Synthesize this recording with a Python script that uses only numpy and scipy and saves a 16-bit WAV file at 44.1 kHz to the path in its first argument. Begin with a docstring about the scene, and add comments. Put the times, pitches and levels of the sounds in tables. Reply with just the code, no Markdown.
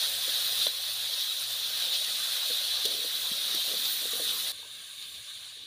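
"""Potato cubes frying in a wok

Potato cubes sizzle in hot oil in a steel wok over a wood fire, in mono, with the peaks of a small microphone.
The fire mutters low: filtered noise and wavering hums. A spatula knocks (fading tones) and drags (wok-shaped noise).
Steam bubbles burst: large ones are short noise bursts, the many small ones are patchy noise in four size ranges.
Near the end the sizzle drops at once to a quieter, duller one."""
import sys
import numpy as np
from scipy import signal
from scipy.fft import rfft, irfft, next_fast_len
from scipy.io import wavfile
from scipy.ndimage import uniform_filter1d, map_coordinates

SR = 44100
rng = np.random.default_rng(int(sys.argv[2]) if len(sys.argv) > 2 else 0)


def unload_audio(sound):
    """Save the sound as a 16-bit wav file, at the path given as the first command line argument."""
    columns = np.transpose(np.atleast_2d(sound))
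    # keep every value between -1 and 1, then stretch to whole-number steps
    steps = np.round(np.clip(columns, -1, 1) * 32767)
    wavfile.write(sys.argv[1], SR, steps.astype(np.int16))


def linear_from_db(decibels):
    """Turn decibels (scalar or array-like) into linear amplitude factors; 0 gives 1."""
    return 10 ** (np.asarray(decibels, float) / 20)


N = 249606  # length of the scene (samples)


def unit(x):
    """Scale to rms 1."""
    return x / np.sqrt(np.mean(x ** 2) + 1e-20)


def along(points, hz):
    """Read (f/Hz, value) points on a log frequency axis."""
    f, v = np.transpose(points)
    return np.interp(np.log(hz + 1), np.log(f + 1), v)


def curves(rows):
    """Draw straight lines between rows: one value per sample for each column after the time."""
    s, *columns = np.transpose(rows)
    return [np.interp(np.arange(N) / SR, s, column) for column in columns]


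def wobble(rate):
    """A smooth random curve around zero, with rate knots a second."""
    knots = rng.standard_normal(int(N * rate / SR) + 4)
    return map_coordinates(knots, [np.arange(N) * rate / SR])


def swells(rows):
    """Sum of bell-shaped rises in dB."""
    t = np.arange(N) / SR
    return sum(db * np.exp(-((t - s) / half) ** 2) for s, half, db in rows)


def filtered(x, response):
    """Multiply the spectrum of x by a response, given as a function of frequency."""
    m = next_fast_len(len(x) + 8192)
    return irfft(rfft(x, m) * response(np.fft.rfftfreq(m, 1 / SR)), m)[:len(x)]


def coloured_noise(colour):
    """Steady noise of rms 1 with a given spectrum."""
    return unit(filtered(rng.standard_normal(N), lambda hz: linear_from_db(along(colour, hz))))


def causal(points):
    """The minimum-phase response of a spectrum, so that clicks ring after they start."""
    def response(hz):
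        cepstrum = irfft(np.log(linear_from_db(along(points, hz)) + 1e-6))
        # fold the backward half onto the forward half
        cepstrum[1:len(cepstrum) // 2] *= 2
        cepstrum[len(cepstrum) // 2 + 1:] = 0
        return np.exp(rfft(cepstrum))
    return response


def resonances(modes):
    """Sum of damped resonances of alternating sign, each with a pitch, a width and a level."""
    def response(f):
        total = 0
        for k, (centre, width, db) in enumerate(modes):
            damping = 1j * f * width
            total = total + (-1) ** k * linear_from_db(db) * damping / (centre ** 2 - f ** 2 + damping)
        return total
    return response


def add_at(track, s, sound):
    """Mix a short sound into a track, starting at s seconds."""
    track[round(s * SR):][:len(sound)] += sound


# Flame flutter before its random flicker: t/s, level/dB
FLUTTER_LEVEL = [(0.0, -68), (0.5, -66.5), (0.95, -72.5), (1.8, -67), (2.8, -68), (3.2, -64), (4.3, -64),
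                 (4.75, -73), (5.66, -73)]
# Tone colour of the flutter: f/Hz, relative level/dB per Hz
FLUTTER_COLOUR = [(76, -40), (130, -26), (157, 2), (351, -2), (500, 1.5), (650, -30), (1100, -120)]


def fire_flutter():
    """Flames flutter: low noise whose level flickers at random."""
    flutter_db, = curves(FLUTTER_LEVEL)
    return linear_from_db(flutter_db + 3.6 * wobble(11)) * coloured_noise(FLUTTER_COLOUR)


# Tone colour of the fire's draught: f/Hz, relative level/dB per Hz
DRAUGHT_COLOUR = [(18, -32), (30, -11), (60, -11), (90, -1.5), (130, -4.5), (200, -30), (400, -90)]


def fire_draught():
    """Air drawn into the fire rumbles: very low noise that slowly swells and sinks."""
    return linear_from_db(-74.5 + 2.5 * wobble(6)) * coloured_noise(DRAUGHT_COLOUR)


# Low hums of the fire, before they waver: start t/s, length/s, rms level/dB, middle f/Hz
HUM_EVENTS = [(0.0, 0.97, -70, 78.7), (0.2, .42, -70.5, 113), (0.885, 0.23, -67.5, 115),
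              (1.4, 0.17, -64.5, 113), (1.748, 0.15, -76, 78), (2.17, .12, -73, 114), (2.69, .3, -69, 78),
              (2.85, 0.28, -73, 105), (3.186, 0.16, -69, 111.6), (3.95, .39, -71.5, 78),
              (4.15, 0.37, -70, 104), (4.42, 0.24, -76, 77), (4.66, .12, -73, 112), (5.047, .2, -72.5, 113),
              (5.095, 0.13, -68, 76.6), (5.34, 0.11, -69, 114)]


def fire_hums():
    """Broken hums come and go; they share one wavering loudness and one drifting pitch."""
    fade_s = 0.05  # each fade is centred on the listed start or end
    t = np.arange(N) / SR
    waver = linear_from_db(1.3 * wobble(13))
    drifting_time = np.cumsum(1 + 0.019 * wobble(9.9)) / SR
    hums = 0
    for s, length, db, hz in HUM_EVENTS:
        to_edge = np.minimum(t - s, s + length - t)
        gate = np.clip(to_edge / fade_s + 0.5, 0, 1) ** 2
        hums = hums + linear_from_db(db) * gate * np.sin(2 * np.pi * hz * drifting_time)
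    return np.sqrt(2) * waver * hums


# Spatula on the wok; the fade starts from this level, while the sound is still rising:
# t/s, knock level/dB, f/Hz, drag level under the knock/dB
SPATULA_HITS = [(0.278, -29.5, 510, -21), (0.285, -39, 500, -17), (0.6659, -21.5, 598, -23.5),
                (0.677, -37, 640, -26), (1.039, -42, 650, -14), (2.5, -31, 486, -11),
                (2.851, -26.5, 420, -13.5), (2.877, -40, 530, -16), (2.911, -35, 430, -19),
                (2.943, -34, 520, -14), (2.983, -38.5, 507, -15), (3.044, -31, 480, -13.5),
                (3.315, -31, 213, -22), (3.544, -31.5, 354, -11), (3.679, -35, 460, -15),
                (3.712, -34, 503, -17), (3.738, -28.5, 516, -22), (4.054, -30.5, 454, -17),
                (4.132, -28.5, 446, -19), (4.154, -33.5, 523, -23), (4.197, -26.5, 510, -16),
                (4.59, -48, 458, -15), (4.628, -42, 930, -20), (4.645, -44, 990, -12),
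                (5.569, -51, 385, -11)]


def spatula_knocks():
    """Dull knocks: tones that oil and food damp within hundredths of a second."""
    t60_s, rise_s = 0.024, 0.0015
    out, t = np.zeros(N + SR), np.arange(SR // 4) / SR
    soft = 1 - np.exp(-(t / rise_s) ** 2)  # food cushions the contact
    for s, db, hz, _ in SPATULA_HITS:
        add_at(out, s, linear_from_db(db - 60 * t / t60_s) * soft * np.sin(2 * np.pi * hz * t))
    return out[:N]


# The blade pushed along the steel: start t/s, length/s, level/dB
SCRAPE_EVENTS = [(2.862, .18, -57), (3.681, 0.077, -54.5), (4.013, .05, -56)]
# Resonances of the loaded wok, used twice in a row: f/Hz, width/Hz, level/dB
WOK_MODES = [(275, 110, -0.5), (468, 86, 4.5), (637, 140, 0.5)]


def spatula_drags():
    """The blade slips in an uneven noise that rattles the wok, after each knock and in longer scrapes."""
    t60_s, rise_s = 0.13, 0.0044
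    strength, t = np.zeros(N + SR), np.arange(SR // 4) / SR
    rise = 1 - np.exp(-(t / rise_s) ** 2)
    for s, db, _, drag_db in SPATULA_HITS:
        add_at(strength, s, linear_from_db(db + drag_db - 60 * t / t60_s) * rise)
    for s, length, db in SCRAPE_EVENTS:
        add_at(strength, s, linear_from_db(db) * np.clip(np.minimum(t, length - t) / rise_s, 0, 1))
    slips = rng.standard_normal(N) * linear_from_db(1.5 * wobble(150))
    return strength[:N] * unit(filtered(slips, lambda hz: resonances(WOK_MODES)(hz) ** 2))


# Tones of the steel blade: f/Hz, level within the clang/dB, time to fade by 60 dB/s
BLADE_MODES = [(1060, -20, 0.024), (1230, -17, 0.014), (2060, -16.5, 0.017), (3500, 0, 0.017),
               (3970, 2.5, 0.021), (5943, -17, 0.037), (7200, -25, .015)]
# The blade's edge strikes bare steel: t/s, level added to every blade tone/dB
CLANG_EVENTS = [(0.278, -33), (.6676, -15)]


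def blade_clangs():
    """Hard strikes ring the blade: a cluster of fading tones."""
    out, t = np.zeros(N + SR), np.arange(SR // 4) / SR
    ring = sum(linear_from_db(db - 60 * t / t60) * np.sin(2 * np.pi * hz * t) for hz, db, t60 in BLADE_MODES)
    ring = ring * (1 - np.exp(-t / 0.00063))
    for s, db in CLANG_EVENTS:
        add_at(out, s, linear_from_db(db) * ring)
    return out[:N]


DROP_S = 4.519  # the sizzle drops here (s)
# Large bubbles bursting: t/s, peak level of the body/dB, treble peak under it/dB
POP_EVENTS = [(0.682, -35, -14), (1.137, -22, -10), (1.439, -22, -14), (1.94, -25, -19), (2.045, -25, -17),
              (2.426, -28, -15), (2.841, -35, -14), (2.853, -16.5, -1), (2.859, -18, -7), (3.548, -22, 2),
              (3.854, -19, -12), (4.291, -23, -15), (4.477, -36, -19), (4.753, -35, -15), (5.024, -33, -16),
              (5.147, -33, -17)]
# Tone colour of the strong sizzle before the drop: f/Hz, relative level/dB per Hz
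STRONG_COLOUR = [(1290, -61), (2200, -26), (2310, -24), (3050, -8), (3450, -1), (3930, 1.5), (5150, -12.5),
                 (5580, -11), (7430, -16.5), (8400, -16.5), (9340, -8.5), (10400, -14), (12300, -14),
                 (13900, -8.5), (15500, -17)]
# Tone colour of the weak sizzle after the drop: f/Hz, relative level/dB per Hz
WEAK_COLOUR = [(1290, -55), (2200, -12.5), (2390, -12.5), (2550, -12.5), (3230, -5.5), (3650, 3),
               (4820, -10), (5060, -17.5), (5860, -15.5), (7190, -13), (8130, -19.5), (9260, -8.5),
               (12300, -22.5), (14100, -21), (15500, -31)]


def pops():
    """Each large bubble is a short burst of noise, ringing in the colour of the sizzle around it."""
    pop_s = 0.0044  # the burst falls to 37 % in this time
    out, t = np.zeros(N + SR), np.arange(800) / SR
    u = t / pop_s
    envelope = np.minimum(u * 8, 1) * np.exp(-u ** 2)
    for s, db, treble_db in POP_EVENTS:
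        colour = STRONG_COLOUR if s < DROP_S else WEAK_COLOUR
        burst = filtered(rng.standard_normal(len(t)) * envelope, causal(colour))
        body = filtered(burst, lambda hz: hz < 7000)
        treble = burst - body
        add_at(out, s, linear_from_db(db) * body / abs(body).max())
        add_at(out, s, linear_from_db(db + treble_db) * treble / abs(treble).max())
    return out[:N]


def patches(shape, high, long):
    """Random patches of rms 1 in frequency and time, high bins by long frames."""
    across = uniform_filter1d(rng.standard_normal(shape), size=high, axis=0)
    return unit(uniform_filter1d(across, size=long, axis=1))


def bubbles(spread_db, patchy_db, ring_db):
    """White spatter: uneven millisecond clumps, broad patches, and bubbles that ring a while on one pitch."""
    clumps = unit(uniform_filter1d(rng.standard_normal(N), size=30))
    clicks = rng.standard_normal(N) * linear_from_db(spread_db * clumps)
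    spectrum = signal.stft(clicks, nperseg=768)[2]
    broad = patchy_db * patches(spectrum.shape, high=12, long=5)
    ringing = ring_db * patches(spectrum.shape, high=2, long=4)
    return unit(signal.istft(spectrum * linear_from_db(broad + ringing), nperseg=768)[1][:N])


def below(hz, edge_hz):
    """A smooth low-pass response."""
    return 1 / (1 + (hz / edge_hz) ** 12)


def bubble_layer(spatter, share, band, colours, db, before):
    """One bubble size: spatter coloured for before and after the drop, each scaled to rms 1 in its band."""
    low, high = band
    pair = []
    for colour in colours:
        layer = filtered(spatter, lambda hz: share(hz) * linear_from_db(along(colour, hz)))
        in_band = filtered(layer, lambda hz: (hz > low) & (hz < high))
        pair.append(layer / np.std(in_band))
    return linear_from_db(db) * np.where(before, *pair)


# Strength of the frying, before the drop, swells and flicker: t/s, boil level/dB, treble level/dB
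FRY_LEVEL = [(0.0, -28.5, -39.5), (0.1, -31.5, -39.5), (0.55, -30.5, -38.5), (0.682, -33.5, -39.5),
             (0.69, -35.5, -43.5), (0.9, -33.5, -42.5), (1.5, -34, -42.5), (1.9, -31, -41.5),
             (2.15, -32, -39.5), (2.55, -31.5, -40.5), (2.8, -31, -42.5), (3.08, -33.5, -42),
             (3.22, -33, -40.5), (3.42, -32, -42), (3.65, -31, -40.5), (4.03, -34, -41),
             (4.27, -33.5, -39.5), (4.5, -34, -40.5), (4.7, -34.5, -41.5), (5.0, -33.5, -40),
             (5.48, -33, -41.5), (5.66, -35.5, -46.5)]
# Loss after the drop for coarse, middle, fine and finest bubbles: level/dB
DROP_LOSS = [-11, -11, -11, -16]
# The boil flares up in the middle bubbles: t/s, half length/s, rise in level/dB
BOIL_SURGES = [(0.64, 0.069, 4), (0.85, 0.029, 1.5), (1.2, 0.066, 2), (1.66, .05, 1), (1.95, 0.028, 4),
               (2.05, 0.017, 1), (2.6, 0.033, 0.5), (2.86, 0.094, 1), (3.57, 0.047, 1), (3.87, 0.022, 2),
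               (4.29, 0.026, 3), (4.6, .02, 3), (4.76, .02, 0.5), (5.04, 0.034, 2), (5.15, .03, 2)]
# The finest hiss swells: t/s, half length/s, rise in level/dB
HISS_SWELLS = [(0.5, .12, 5), (2.0, .08, 0), (2.45, .15, 1.5), (3.2, .08, 1), (3.92, .09, 8),
               (5.09, .08, 4)]
# Tone colour of the coarse bubbles before the drop: f/Hz, relative level/dB per Hz
STRONG_COARSE_COLOUR = [(190, -39), (330, -23.5), (508, -4.5), (730, -4), (839, -8), (1600, 0), (2080, -1),
                        (2300, -3.5), (2600, 2), (3380, -30), (5720, -120)]
# Tone colour of the coarse bubbles after the drop: f/Hz, relative level/dB per Hz
WEAK_COARSE_COLOUR = [(190, -49), (330, -27), (372, -24), (443, -26), (569, -6), (930, -14.5), (1130, -1.5),
                      (1400, -10), (1590, 3.5), (2380, -16), (2600, -1.5), (3380, -2), (5720, -120)]


def sizzle():
    """Small bubbles of four sizes share a random surge, and each size also flickers on its own."""
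    before = np.arange(N) < DROP_S * SR
    boil_db, treble_db = curves(FRY_LEVEL)
    # coarse bubbles sit under a mix of 53 % boil and 47 % treble level
    coarse_db = boil_db + 0.47 * (treble_db - boil_db) - 12.5
    middle_db = boil_db + swells(BOIL_SURGES)
    finest_db = treble_db - 5.5 + swells(HISS_SWELLS) + 1.5 * wobble(5.38)
    levels = [coarse_db, middle_db, treble_db, finest_db]

    coarse = bubbles(spread_db=0.5, patchy_db=1.67, ring_db=2.0)
    middle = bubbles(spread_db=0.5, patchy_db=0.6, ring_db=2.0)
    fine = bubbles(spread_db=0.95, patchy_db=0.84, ring_db=2.5)  # also serves the finest
    coarse_colours = (STRONG_COARSE_COLOUR, WEAK_COARSE_COLOUR)
    colours = (STRONG_COLOUR, WEAK_COLOUR)
    # spatter, its share of the spectrum, the band (Hz) that sets its level, its two colours
    sizes = [
        (coarse, lambda hz: 1, (900, 2300), coarse_colours),
        (middle, lambda hz: below(hz, 6340), (2800, 5000), colours),
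        (fine, lambda hz: below(hz, 12600) - below(hz, 5680), (6500, 12000), colours),
        (fine, lambda hz: 1 - below(hz, 15000), (12500, 15500), colours)]

    surge_db = 0.3 * wobble(14) + 0.25 * wobble(30)
    out = 0
    for size, level_db, loss_db in zip(sizes, levels, DROP_LOSS):
        flicker_db = 0.077 * wobble(14)
        db = level_db + loss_db * ~before + surge_db + flicker_db
        out = out + bubble_layer(*size, db, before)
    return out


def scene():
    """One microphone feeds both channels."""
    fire = fire_flutter() + fire_draught() + fire_hums()
    spatula = spatula_knocks() + spatula_drags() + blade_clangs()
    return np.tile(fire + spatula + pops() + sizzle(), (2, 1))


def band_limit(x):
    """A steep low-pass at the top of the band."""
    return signal.sosfilt(signal.butter(12, 16160, fs=SR, output="sos"), x)


def record(dry):
    """Nothing above the 15490 Hz band limit goes into the finished mix."""
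    mix = np.array([filtered(channel, lambda hz: hz < 15490) for channel in dry])
    return band_limit(mix)


dry = scene()
out = record(dry)
unload_audio(out)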